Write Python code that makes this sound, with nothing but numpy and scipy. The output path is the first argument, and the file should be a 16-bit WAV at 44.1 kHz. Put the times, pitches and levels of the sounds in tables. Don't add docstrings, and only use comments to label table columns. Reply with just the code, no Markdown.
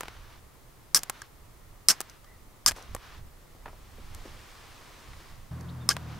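import sys
import numpy as np
from scipy import signal
from scipy.io import wavfile

SR = 44100
rng = np.random.default_rng(int(sys.argv[2]) if len(sys.argv) > 2 else 0)


def put_to_file(sound):
    columns = np.atleast_2d(sound).T
    safe = np.clip(columns, -1, 1)
    whole_steps = np.round(safe * 32767)
    wavfile.write(sys.argv[1], SR, whole_steps.astype(np.int16))


N = 273217
TIME = np.arange(N) / SR

# f/Hz, width/Hz, level/dB
BLOW_MODES = [(1170, 140, -11), (4800, 180, -2.5), (5230, 160, 4), (5860, 220, 0.5), (8120, 190, -9),
              (8484, 220, -4.5), (9300, 260, -9)]
ROD_MODES = [(2870, 140, -18), (5070, 110, 0.5), (5260, 89, -3), (5500, 100, -8.5), (5970, 110, -3.5),
             (6700, 90, -7), (7480, 110, -6.5), (8400, 90, -8), (10910, 90, -10), (12500, 90, -14.5)]
# f/Hz, width/Hz, level/dB, peak after contact/s
STONE_MODES = [(1217, 96, -3, 0.0046), (1618, 130, -2.5, .021), (3150, 270, -7.5, .022)]
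# f/Hz, level/dB
CHATTER_SPECTRUM = [(200, -34), (750, -32.5), (1150, -5.5), (1900, -15), (3400, -20.5), (4300, -11.5),
                    (5100, 2), (6100, -6.5), (7000, -11.5), (8300, -4), (10500, -14), (13000, -16),
                    (16000, -40.5)]
GRIT_SPECTRUM = [(150, -22.5), (520, -23.5), (2100, -8.5), (2550, -14.5), (3700, -12.5), (4500, -3.5),
                 (5300, -3), (6200, -0.5), (7000, -6.5), (8500, -8), (11000, -10), (13000, -14.5),
                 (16000, -23.5)]


def strike(clack_db, scrape_db, peak_s, fade_db_per_s, stone_db, squeal_hz, squeal_db, tilt_db):
    t = np.arange(SR // 6) / SR
    landing = np.minimum(t / .00039, 1) * np.exp(-np.maximum(t - .001, 0) / .0022)
    rung = ring(signal.unit_impulse(len(t), round(.0003 * SR)), BLOW_MODES)
    radiation = [(200, -31), (600, -14.5), (1100, .5), (2800, -10), (4700, -2.5), (9000, .5),
                 (14000, -5.5)]
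    blow = at_level(colour(rung, radiation), landing, clack_db - 3.5)
    bounces = grit(landing, spread_db=-1.5, per_s=23000)
    chatter = at_level(colour(bounces, CHATTER_SPECTRUM), landing, clack_db - 2)

    pressure_db = -420 * np.maximum(peak_s - .005 - t, 0)
    pressure_db -= fade_db_per_s * np.maximum(t - peak_s - .002, 0)
    skip_db = 1.4 * wander(450)[:len(t)]
    slide = amp(pressure_db + skip_db) * np.minimum(t / .0022, 1)
    fractures = grit(slide, spread_db=4, per_s=5700)
    scrape = at_level(colour(fractures, GRIT_SPECTRUM, tilt_db), slide, scrape_db - 2.5)
    rod = at_level(ring(grit(slide ** .91, spread_db=2), ROD_MODES), slide, scrape_db - 6.5)
    bite = grit(slide ** 2)
    squeal = at_level(ring(bite, [(squeal_hz, 120, 0)]), slide, squeal_db)
    stone = np.zeros(len(t))
    for hz, width_hz, db, wake_s in STONE_MODES:
        drive = np.exp(-((t - wake_s) / .011) ** 2)
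        stone += at_level(ring(grit(drive, spread_db=1.5), [(hz, width_hz, 0)]), drive, stone_db + db)

    push = np.exp(-((t - .033) / .02) ** 2)
    hand_spectrum = [(60, -13), (230, -1), (480, -11.5), (800, -3), (2500, -10.5), (8000, -45)]
    thud = at_level(colour(grit(push), hand_spectrum), push, scrape_db - 23)
    flight = np.exp(-np.abs(t - .045) / .011)
    particles = grit(flight, spread_db=4, per_s=1300)
    spray = at_level(colour(particles, GRIT_SPECTRUM, tilt_db=1.1), flight, -47)
    return blow + chatter + scrape + rod + squeal + stone + thud + spray


# t/s, clack ref/dB, scrape ref/dB, pressure peak/s, fade/(dB/s), stone ref/dB,
# squeal/Hz, squeal/dB, grit tilt/(dB/octave)
STROKES = [(0.9462, -8.5, -19.5, 0.021, 1147.5, -32.5, 5330, -25.5, 7.5),
           (1.8853, -5.5, -17, 0.019, 1001, -29.5, 5555, -22.5, 0.5),
           (2.6618, -8, -19, 0.023, 1394, -28, 7520, -28, 1.5),
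           (5.8897, -10.5, -28, 0.0214, 1200, -27.5, 5090, -37, -5)]


def strokes():
    out = handling()
    for start_s, *stroke in STROKES:
        add(out, start_s, strike(*stroke))
    return out


# t/s, grit/dB, stone/dB, decay/s
ROD_GRAZES = [(0.9915, -32, -44, 0.0013), (1.218, -35, -32, 0.0018), (2.0974, -42.5, -66, 0.0027),
              (2.244, -56.5, -51, .004), (2.7625, -51, -55.5, 0.029), (2.8247, -45.5, -60, .003),
              (5.609, -46.5, -67, 0.0025)]
# t/s, level/dB, f/Hz, decay/s
GRIP_KNOCKS = [(2.763, -44.5, 740, .04), (3.6572, -37.5, 1010, 0.018), (3.548, -50.5, 370, 0.013),
               (3.731, -50.5, 660, 0.017), (3.983, -47.5, 320, 0.018), (4.2525, -40.5, 378, 0.011),
               (5.132, -44, 1900, 0.0029)]


def handling():
    out, t = np.zeros(N), np.arange(SR // 6) / SR
    modes = [mode[:3] for mode in STONE_MODES]
    for start_s, grit_db, stone_db, decay_s in ROD_GRAZES:
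        force = np.exp(-t / decay_s)
        scratch = at_level(colour(grit(force), GRIT_SPECTRUM), force, grit_db)
        stone = at_level(ring(grit(force), modes), force, stone_db)
        add(out, start_s, scratch + stone)
    for start_s, db, hz, decay_s in GRIP_KNOCKS:
        force = np.exp(-t / decay_s)
        flesh_spectrum = [(hz / 4, -6), (hz, 0), (2 * hz, -9), (8 * hz, -38)]
        knock = colour(grit(force, spread_db=4, per_s=1500), flesh_spectrum)
        add(out, start_s, at_level(knock, force, db))
    return out


# t/s, crack ref/dB, puff ref/dB, puff/Hz
SPARK_BURSTS = [(.0078, -20.5, -27, 1070), (0.033, -32.5, -30.5, 845), (0.056, -50, -37.5, 1100),
                (0.0818, -45, -33, 1270), (0.0831, -41, -29, 1260), (1.0334, -17.5, -50, 1100),
                (1.0975, -13, -25, 1030), (2.005, -15, -33.5, 690), (2.013, -21.5, -40, 1210),
                (2.711, -26, -23, 2200), (2.7182, -25.5, -25, 1800), (2.9489, -20, -33, 382),
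                (2.964, -36, -37, 900), (4.1482, -30.5, -66, 600), (5.9665, -28, -22, 1600)]


def pops():
    out, t = np.zeros((2, N)), np.arange(SR // 25) / SR
    gravel_spectrum = [(200, -9.5), (900, 1), (3000, -7), (14000, -12.5)]
    for start_s, crack_db, puff_db, hz in SPARK_BURSTS:
        phase = 2 * np.pi * hz * t
        puff = (1 - phase) * np.exp(-phase) * (1 - np.exp(-t / .00007))
        crack = np.exp(-t / .00006) * np.cos(2 * np.pi * 7800 * t)
        burst = amp(crack_db + 8) * crack + amp(puff_db + 18) * puff
        echo_age_s = np.maximum(t - rng.uniform(.00049, .001183), 0)
        paths = rng.standard_normal((2, len(t))) * (echo_age_s > 0) * np.exp(-echo_age_s / .0031)
        returns = [np.convolve(burst, path / np.linalg.norm(path))[:len(t)] for path in paths]
        echo, spread = (colour(x, gravel_spectrum) for x in returns)
        side = amp(8.5) * colour(spread, SIDE_SPECTRUM)
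        add(out[0], start_s + .0004, burst + echo + side)
        add(out[1], start_s + .0004, burst + echo - side)
    return out


# t/s, life/s, birth ref/dB, flare ref/dB
SPARK_SHOWERS = [(0, 0.38, -51.5, -60.5), (.98, .28, -56, -58), (1.92, 0.25, -55.5, -63),
                 (2.74, 0.443, -51, -54), (5.94, 0.27, -55, -54)]
# f/Hz, level/dB
FIZZ_SPECTRUM = [(200, -10.5), (600, -6.5), (1200, 0.5), (2000, -5), (3500, -8), (6000, -13.5),
                 (8500, -27.5), (15000, -31)]
THINNING_DB_PER_S, FLARE_LEAD_S = 42.5, .073


def fizz():
    envelope = np.zeros(N)
    for start_s, life_s, birth_db, flare_db in SPARK_SHOWERS:
        end_s = start_s + life_s
        sparks = amp(birth_db - THINNING_DB_PER_S * since(start_s))
        flare = amp(flare_db) * swell(end_s - FLARE_LEAD_S, length_s=.22)
        alight = ramp(start_s, length_s=.025) * (1 - ramp(end_s, length_s=.04))
        envelope += np.hypot(sparks, flare) * alight
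    return amp(2) * envelope * hiss(FIZZ_SPECTRUM, side_db=-9, flutter_db=1)


# f/Hz, level/dB
FLAME_SPECTRUM = [(100, -8), (200, -0.5), (600, -4), (1150, 1.5), (1500, -3), (1900, -2.5), (2500, -4.5),
                  (5200, -8.5), (9000, -17), (15000, -27)]
FLAME_FULL_S, FLAME_END_S, FLAME_HISS_DB = 4.25, 5.293, -54
GROW_DB_PER_S, SINK_DB_PER_S, DIE_DB_PER_S = 22.5, 2, 54


def tinder():
    growth_db = GROW_DB_PER_S * np.minimum(TIME - FLAME_FULL_S, 0)
    decline_db = SINK_DB_PER_S * since(FLAME_FULL_S) + DIE_DB_PER_S * since(FLAME_END_S)
    envelope = amp(FLAME_HISS_DB + growth_db - decline_db)
    crackle = unit(colour(grit(np.ones(N), spread_db=1, per_s=500), FLAME_SPECTRUM))
    return envelope * (hiss(FLAME_SPECTRUM, side_db=-7.5) + amp(-5.5) * crackle)


# multiple of firing rate, level/dB
FIRING_ORDERS = [(2, 0.5), (3, 4), (4, -0.5), (5, -21.5), (6, -11)]
# f/Hz, level/dB
ROAR_SPECTRUM = [(60, -15.5), (150, 3.5), (280, -3.5), (400, -11), (1200, -12.5), (2600, -26.5),
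                 (5000, -31), (12000, -44)]
ENGINE_START_S, EASE_OFF_S = 5.505, 5.75
FIRING_HZ, SLOWING_HZ_PER_S = 42, 9.9
DRONE_DB, DRONE_FADE_DB_PER_S, ROAR_DB = -36, 12, -48


def engine():
    firing_hz = FIRING_HZ - SLOWING_HZ_PER_S * since(EASE_OFF_S)
    cycles = np.cumsum(firing_hz * (1 + .011 * wander(12))) / SR
    drone = sum(amp(db + 3 * wander(10)) * np.sin(2 * np.pi * (order * cycles + rng.random()))
                for order, db in FIRING_ORDERS)
    load = amp(DRONE_DB - DRONE_FADE_DB_PER_S * since(ENGINE_START_S))
    roar = amp(ROAR_DB) * hiss(ROAR_SPECTRUM, side_db=-9)
    return ramp(ENGINE_START_S, length_s=.012) * (load * unit(drone) + roar)


# t/s, length/s, top/Hz, level/dB, pitch jitter/fraction
BIRD_CALLS = [(2.236, 0.15, 2000, -60.5, 0.044), (5.682, 0.029, 3700, -51.5, .12),
              (5.793, .054, 3660, -57, .015)]
CALL_END_DROP = .11


def birds():
    out = np.zeros(N)
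    for start_s, length_s, top_hz, db, jitter in BIRD_CALLS:
        arch = np.sin(np.pi * ramp(start_s, length_s))
        hz = top_hz * (1 - CALL_END_DROP * (1 - arch)) * (1 + jitter * wander(1100))
        out += amp(db) * arch * np.sin(2 * np.pi * np.cumsum(hz) / SR)
    return out


# peak t/s, length/s, level/dB
WIND_GUSTS = [(.18, 0.47, -49.5), (1.604, 0.38, -52.5), (2.439, 0.15, -53.5), (2.715, 0.095, -41.5),
              (2.922, 0.1, -38.5), (3.22, 0.2, -45), (3.726, 0.32, -49.5), (4.17, 0.42, -43.5),
              (5.12, .14, -45), (5.36, 0.2, -46)]
# f/Hz, level/dB
WIND_SPECTRUM = [(10, -5), (25, 3.5), (50, -4), (80, -4.5), (130, -14), (200, -21.5), (400, -32),
                 (800, -69)]
BREEZE_DB = -57


def wind():
    gust_power = sum((amp(db) * swell(peak_s, length_s)) ** 2 for peak_s, length_s, db in WIND_GUSTS)
    force = np.sqrt(amp(BREEZE_DB) ** 2 + gust_power)
    return force * hiss(WIND_SPECTRUM, side_db=-14, flutter_db=1) * amp([[-1.6], [1.4]])


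# f/Hz, level/dB
AIR_SPECTRUM = [(40, -15), (120, -5), (190, -15), (400, -15), (800, -18.5), (1150, -17), (1550, -23.5),
                (2000, -22.5), (2500, -27.5), (3600, -28), (5000, -29.5), (16000, -31)]
AIR_DB = -57.5


def air():
    return amp(AIR_DB) * hiss(AIR_SPECTRUM, side_db=-3.5)


# f/Hz, side gain/dB
SIDE_SPECTRUM = [(100, -23.5), (1200, -29.5), (2500, -14), (5000, -7), (9000, -3), (14000, -4.5)]


def microphones(direct, scattered, width_db):
    side = amp(width_db) * signal.hilbert(colour(scattered, SIDE_SPECTRUM)).imag
    return np.array([direct + side, direct - side])


def ground_return(x, t60_s=.4, wet_db=-37):
    t = np.arange(SR // 2) / SR
    spectrum = [(300, -5.5), (2000, -3), (5000, -16), (14000, -18.5)]
    envelope = amp(-60 * t / t60_s) * np.minimum(t / .032, 1)
    tails = [colour(rng.standard_normal(len(t)), spectrum) * envelope for _ in range(2)]
    return amp(wet_db) * np.array([signal.fftconvolve(x, h / np.linalg.norm(h))[:N] for h in tails])


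def grit(force, spread_db=2.5, per_s=9000):
    count = len(force)
    size = amp(spread_db * np.minimum(rng.exponential(1, count), 4)) * rng.choice([-1, 1], count)
    return force * size * (rng.random(count) < per_s / SR)


def ring(x, modes):
    t = np.arange(len(x)) / SR
    body = sum(amp(db) * np.sqrt(width_hz) * np.exp(-np.pi * width_hz * t) * np.sin(2 * np.pi * hz * t)
               for hz, width_hz, db in modes)
    return signal.fftconvolve(x, body)[:len(x)]


def colour(x, spectrum, tilt_db=0, size=4096):
    hz = abs(np.fft.fftfreq(size, 1 / SR))
    knot_hz, knot_db = np.transpose(spectrum)
    db = np.interp(np.log(hz + 1), np.log(knot_hz + 1), knot_db)
    log_gain = np.log(amp(db + tilt_db * np.log2(1 + hz / 2000)))
    taps = np.fft.ifft(np.exp(np.conj(signal.hilbert(log_gain)))).real
    return signal.fftconvolve(x, taps[:size // 2])[:len(x)]


def hiss(spectrum, side_db, flutter_db=0):
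    mid, side = (unit(colour(rng.standard_normal(N), spectrum)) for _ in range(2))
    return (mid + amp(side_db) * np.array([side, -side])) * amp(flutter_db * wander(30))


def wander(per_s):
    knots = rng.standard_normal(int(N / SR * per_s) + 2)
    return unit(np.interp(TIME * per_s, np.arange(len(knots)), knots))


def swell(peak_s, length_s):
    return np.exp(-(2 * (TIME - peak_s) / length_s) ** 2)


def ramp(start_s, length_s):
    return np.clip((TIME - start_s) / length_s, 0, 1)


def since(start_s):
    return np.maximum(TIME - start_s, 0)


def at_level(x, force, db):
    return amp(db) * unit(x) * np.sqrt(np.mean(force ** 2))


def amp(db):
    return 10 ** (np.asarray(db) / 20)


def unit(x):
    return x / np.sqrt(np.mean(x ** 2) + 1e-20)


def add(mix, start_s, sound):
    part = mix[max(round(start_s * SR), 0):][:len(sound)]
    part += sound[:len(part)]


def scene():
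    near = microphones(direct=strokes(), scattered=strokes(), width_db=-1) + pops()
    return near + ground_return(near.mean(axis=0)) + fizz() + tinder() + engine() + birds() + wind() + air()


def record(dry):
    ceiling, cutoff_hz = 1.15, 15800
    limited = ceiling * np.tanh(dry / ceiling)
    lowpass = signal.firwin(401, cutoff_hz, window=("kaiser", 8), fs=SR)
    return signal.oaconvolve(limited, lowpass[None], "same")


dry = scene()
out = record(dry)
put_to_file(out)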